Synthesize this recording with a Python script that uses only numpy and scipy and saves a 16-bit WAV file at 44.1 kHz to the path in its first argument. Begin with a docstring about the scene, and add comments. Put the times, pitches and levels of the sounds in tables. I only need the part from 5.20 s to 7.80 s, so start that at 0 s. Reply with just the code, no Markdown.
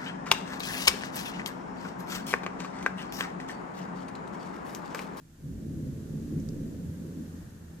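"""A quiet street with houses: faint outdoor wash, microphone hiss and a thin whine run throughout.
Distant thunder rolls in, crowds of dull pressure pulses ringing in the resonances of the walls.
It swells to one heavy boom, made of three short decaying low tones; two tiny ticks of filtered noise
follow close to the microphone. Then the roll, a hollow resonance and a deep shudder die away unevenly."""
import sys
import numpy as np
from scipy import signal
from scipy.fft import rfft, irfft
from scipy.io import wavfile
from scipy.ndimage import uniform_filter1d

SR = 44100
rng = np.random.default_rng(int(sys.argv[2]) if len(sys.argv) > 2 else 0)


def to_wav(s):
    """Save 16-bit WAV."""
    ch = np.atleast_2d(s).T  # columns
    pcm = np.round(np.clip(ch, -1, 1) * 32767)  # PCM
    wavfile.write(sys.argv[1], SR, pcm.astype(np.int16))


N = 114660  # samples
T, HZ = np.arange(N) / SR, np.fft.rfftfreq(N, 1 / SR)  # time axis in s, frequency axis in Hz


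def amp(db):
    """Decibels to gain."""
    return 10 ** (np.asarray(db) / 20)


def unit(x):
    """Scales to an rms of one, taken over all channels together."""
    return x / np.sqrt(np.mean(x ** 2) + 1e-20)


def over_hz(points):
    """Reads a spectrum on a log-frequency axis."""
    hz, value = np.transpose(points)
    return np.interp(np.log(HZ + 1), np.log(hz + 1), value)


def over_time(points):
    """Reads a curve at every sample."""
    return np.interp(T, *np.transpose(points))


def shaped(x, gain):
    """Filters by a gain for each frequency."""
    return irfft(rfft(x) * gain, N)


def pan(left_minus_right_db):
    """Left and right gains for a level difference."""
    return amp(np.array([[.5], [-.5]]) * left_minus_right_db)


def outdoor_wash():
    """Diffuse distant wash: independent noise left and right, coloured and balanced by frequency."""
    # colour of the wash: pitch_hz, relative_db
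    wash_colour = [(200, -34), (500, 6.5), (750, 1.5), (860, 3), (1000, 0.5), (1300, -2), (1550, 1),
                   (1850, 1.5), (2150, -19), (3000, -16), (5000, -31)]
    # balance between the ears: pitch_hz, left_minus_right_db
    wash_balance = [(500, 7), (800, -4), (1050, 3.5), (1400, 9.5), (2000, 0), (4000, 22)]
    # slow drift of the wash: time_s, level_db
    wash_level = [(0, -72), (.17, -68), (.32, -66), (.9, -63), (1.5, -63.5), (1.9, -62), (2.22, -60),
                  (2.41, -63), (2.6, -61.5)]
    noise = rng.standard_normal((2, N))
    wash = unit(shaped(noise, amp(over_hz(wash_colour)) * pan(over_hz(wash_balance))))
    return wash * amp(over_time(wash_level))


def microphone_hiss():
    """Microphone hiss: independent coloured noise in each channel."""
    # colour of the hiss: pitch_hz, relative_db
    hiss_colour = [(100, -17), (2000, -2), (3200, -4.5), (5400, -3.5), (6300, -1), (7200, -1.5), (8300, -5),
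                   (10000, -6), (14500, -6.5)]
    # slow drift of the hiss: time_s, level_db
    hiss_level = [(0, -66.5), (.16, -65), (.28, -62), (.6, -60.5), (.9, -59.5), (1.2, -58.5), (1.45, -59.5),
                  (2.18, -59.5), (2.4, -62.5), (2.6, -61.5)]
    hiss = unit(shaped(rng.standard_normal((2, N)), amp(over_hz(hiss_colour))))
    return hiss * pan(-1.4) * amp(over_time(hiss_level))


def whine():
    """A faint thin whine: one steady sine, the same in both channels."""
    whine_hz, whine_rms_db = 7450, -88
    return amp(whine_rms_db) * unit(np.sin(2 * np.pi * whine_hz * T))


def tick(start_s, onset_db, pitch_hz, width_octaves, decay_s, pan_db):
    """A tiny bright tap near the microphone: band-filtered noise that starts abruptly and decays."""
    octaves_away = np.log2((HZ + 1) / pitch_hz)
    ring = unit(shaped(rng.standard_normal((2, N)), np.exp(-.5 * (octaves_away / width_octaves) ** 2)))
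    decay = (T >= start_s) * np.exp(-np.maximum(T - start_s, 0) / decay_s)
    return ring * pan(pan_db) * amp(onset_db) * decay


def ticks():
    """The tiny taps close by, added together."""
    # each tap: start_s, onset_rms_db, pitch_hz, width_octaves (standard deviation), decay_s,
    # left_minus_right_db
    tick_rows = [(1.1992, -54, 6400, 0.18, 0.0068, -3), (1.2884, -43, 5520, 0.28, 0.0022, -1)]
    return sum(tick(*row) for row in tick_rows)


def pulses():
    """A crowd of pressure pulses of random size and sign from along the lightning channel."""
    pulses_per_s, spread_db = 2200, 0.5
    size = amp(spread_db * np.minimum(rng.exponential(1, N), 4))
    arrives = rng.random(N) < pulses_per_s / SR
    return rng.standard_normal(N) * size * arrives


def steadied(x):
    """Evens out chance swells and dips by dividing by part of the smoothed level; rms one."""
    smooth_s, steadiness = 0.058, 0.63  # steadiness: 0 leaves the swells, 1 divides them out fully
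    size = max(int(smooth_s * SR), 2)
    power = uniform_filter1d(uniform_filter1d(unit(x) ** 2, size), size // 2)
    return unit(x / (abs(power) + 1e-6) ** (steadiness / 2))


def spread(mid, side):
    """Left and right as sum and difference of direct sound and sound scattered from the sides."""
    # strength of the scattered sound: pitch_hz, side_minus_mid_db
    scatter = [(25, -7), (70, -19), (160, -17.5), (300, -9.5), (500, -8.5), (900, -20)]
    side = shaped(side, amp(over_hz(scatter)))
    return np.array([mid + side, mid - side])


def shudder():
    """The deepest part of the thunder: pulses in one narrow low resonance, alike in both channels."""
    # rise and fall of the shudder: time_s, level_db
    shudder_level = [(0.0, -64), (0.54, -54), (0.6, -66), (1.43, -46), (1.52, -55), (1.7, -55), (1.76, -64),
                     (2.6, -67)]
    centre_hz, width_hz = 29.7, 2.1  # width: two standard deviations
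    ring = shaped(pulses(), np.exp(-.5 * ((HZ - centre_hz) / (width_hz / 2)) ** 2))
    return steadied(ring) * amp(over_time(shudder_level))


def resonate(x, hz, width_hz):
    """A resonance of gain one whose centre follows a curve."""
    turn = np.exp(2j * np.pi * np.cumsum(hz) / SR)
    r = np.exp(-np.pi * width_hz / SR)
    # shift the centre down to zero, low-pass there, then shift back up
    low = signal.lfilter([1 - r], [1, -r], x / turn)
    return 2 * (turn * low).real


def hollow():
    """The strongest resonance between the houses gives the roll its booming pitch."""
    # drifting centre of the resonance: time_s, pitch_hz
    hollow_centre = [(0, 152), (1.02, 150), (1.17, 160), (1.46, 153), (1.6, 166.5), (2.6, 168.5)]
    # rise and fall of the resonance: time_s, level_db (direct sound, before the scattered sound)
    hollow_level = [(0.0, -70), (0.04, -56), (0.09, -62), (0.19, -58.5), (0.26, -38.5), (0.31, -34.5),
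                    (0.34, -64), (0.36, -42), (0.74, -37), (0.82, -46), (0.95, -35.5), (1.04, -46),
                    (1.18, -36), (1.29, -43.5), (1.31, -39.5), (1.56, -44.5), (1.59, -38), (2.11, -48),
                    (2.25, -43), (2.29, -52.5), (2.58, -48.5), (2.6, -65)]
    hz, width_hz = over_time(hollow_centre), 21.7  # width of each of two passes

    def ring():
        """One crowd of pulses through the resonance twice."""
        return steadied(resonate(resonate(pulses(), hz, width_hz), hz, width_hz))

    return spread(ring(), ring()) * amp(over_time(hollow_level))


def roll():
    """Dull pulses ring between the walls; bass, body and upper edge each swell on their own curve."""
    # colour of the thunder: pitch_hz, relative_db
    thunder_colour = [(15, -38), (40, -16.5), (75, -10), (120, -7), (200, -7.5), (280, -8.5), (370, -15),
                      (465, -20.5), (520, -17.5), (620, -25.5), (780, -39), (1100, -53)]
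    # resonances of the walls: pitch_hz, width_hz (at half the lift), lift_db
    walls = [(53.6, 6.3, 11), (71.7, 4.4, 4.5), (86.1, 8.2, 12.5), (213.5, 10.2, 8.5), (223, 8.9, 8.5),
             (261.1, 12.4, 8.5), (294.7, 7.7, 6.5), (335.2, 10.7, 10), (374, 14.5, 6), (406, 3, 9),
             (435.2, 16.5, 11.5), (496, 20, 4.5)]
    # bass, body and upper edge: low_hz, high_hz, trim_db, left_minus_right_db
    bands = [(45.5, 158, 1, 0), (184, 302.7, -1, -1), (317.6, 940, -1, -1)]
    # rise and fall of each band: time_s, level_db (direct sound, before trim_db and pan)
    bass_level = [(0.0, -58.5), (0.18, -60), (0.21, -49.5), (0.38, -40), (0.41, -53), (0.52, -39.5),
                  (1.01, -48.5), (1.05, -42), (1.09, -54), (1.14, -41), (1.52, -46), (1.57, -42.5),
                  (1.63, -47), (1.69, -37.5), (1.72, -47), (1.88, -48), (2.21, -48), (2.35, -48.5),
                  (2.4, -55), (2.45, -48), (2.5, -51), (2.6, -56)]
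    body_level = [(0.0, -60), (0.17, -60.5), (0.31, -41), (0.33, -44), (0.65, -38), (0.77, -44),
                  (0.93, -45), (0.94, -38), (1.1, -39.5), (1.18, -32), (1.23, -40.5), (1.49, -38),
                  (1.61, -45.5), (1.64, -41), (1.75, -51), (1.8, -40), (1.93, -48.5), (2.0, -36),
                  (2.11, -53.5), (2.15, -42.5), (2.22, -52.5), (2.6, -55)]
    upper_level = [(0.0, -70.5), (0.18, -69), (0.21, -59.5), (0.36, -52), (0.38, -52.5), (0.64, -48.5),
                   (0.72, -51.5), (0.95, -49.5), (1.13, -52), (1.17, -46), (1.22, -50.5), (1.37, -46.5),
                   (1.82, -54.5), (1.84, -47.5), (2.32, -60.5), (2.6, -60.5)]

    lift = sum(db / (1 + (2 * (HZ - hz) / width) ** 2) for hz, width, db in walls)
    colour = amp(over_hz(thunder_colour) + lift)
    direct, scattered = pulses(), pulses()
    out = np.zeros((2, N))
    for level, (low_hz, high_hz, trim_db, pan_db) in zip((bass_level, body_level, upper_level), bands):
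        low_cut = 1 + (low_hz / (HZ + 1)) ** 24
        high_cut = 1 + (HZ / high_hz) ** 24
        band = colour / np.sqrt(low_cut * high_cut)
        both = spread(steadied(shaped(direct, band)), steadied(shaped(scattered, band)))
        out += both * pan(pan_db) * amp(over_time(level) + trim_db)
    return out


def boom(start_s, peak_db, pitch_hz, rise_s):
    """One stronger wave front: a few low cycles that swell and die."""
    t = np.maximum(T - start_s, 0)
    swell = (t / rise_s * np.exp(1 - t / rise_s)) ** 2
    return amp(peak_db) * swell * np.sin(2 * np.pi * pitch_hz * t)


def booms():
    """The single booms that stand out of the roll, added together."""
    # each boom: start_s, peak_db (of the envelope, before the thunder's pan), pitch_hz, rise_s
    boom_rows = [(1.125, -25.5, 230, 0.0027), (1.161, -29.5, 175, 0.0058), (1.174, -23, 200, 0.0039)]
    return sum(boom(*row) for row in boom_rows)


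def scene():
    """Thunder over the quiet street, with the background and the close ticks."""
    background = outdoor_wash() + microphone_hiss() + whine()
    thunder = roll() + hollow() + shudder() + booms()
    return background + ticks() + thunder * pan(-0.3)


def record(dry):
    """The recorder's band limit: a steep low-pass without delay."""
    edge_hz = 14600
    low_pass = signal.firwin(1023, edge_hz, window=("kaiser", 9), fs=SR)
    return signal.oaconvolve(dry, low_pass[None], "same")


dry = scene()
out = record(dry)
to_wav(out)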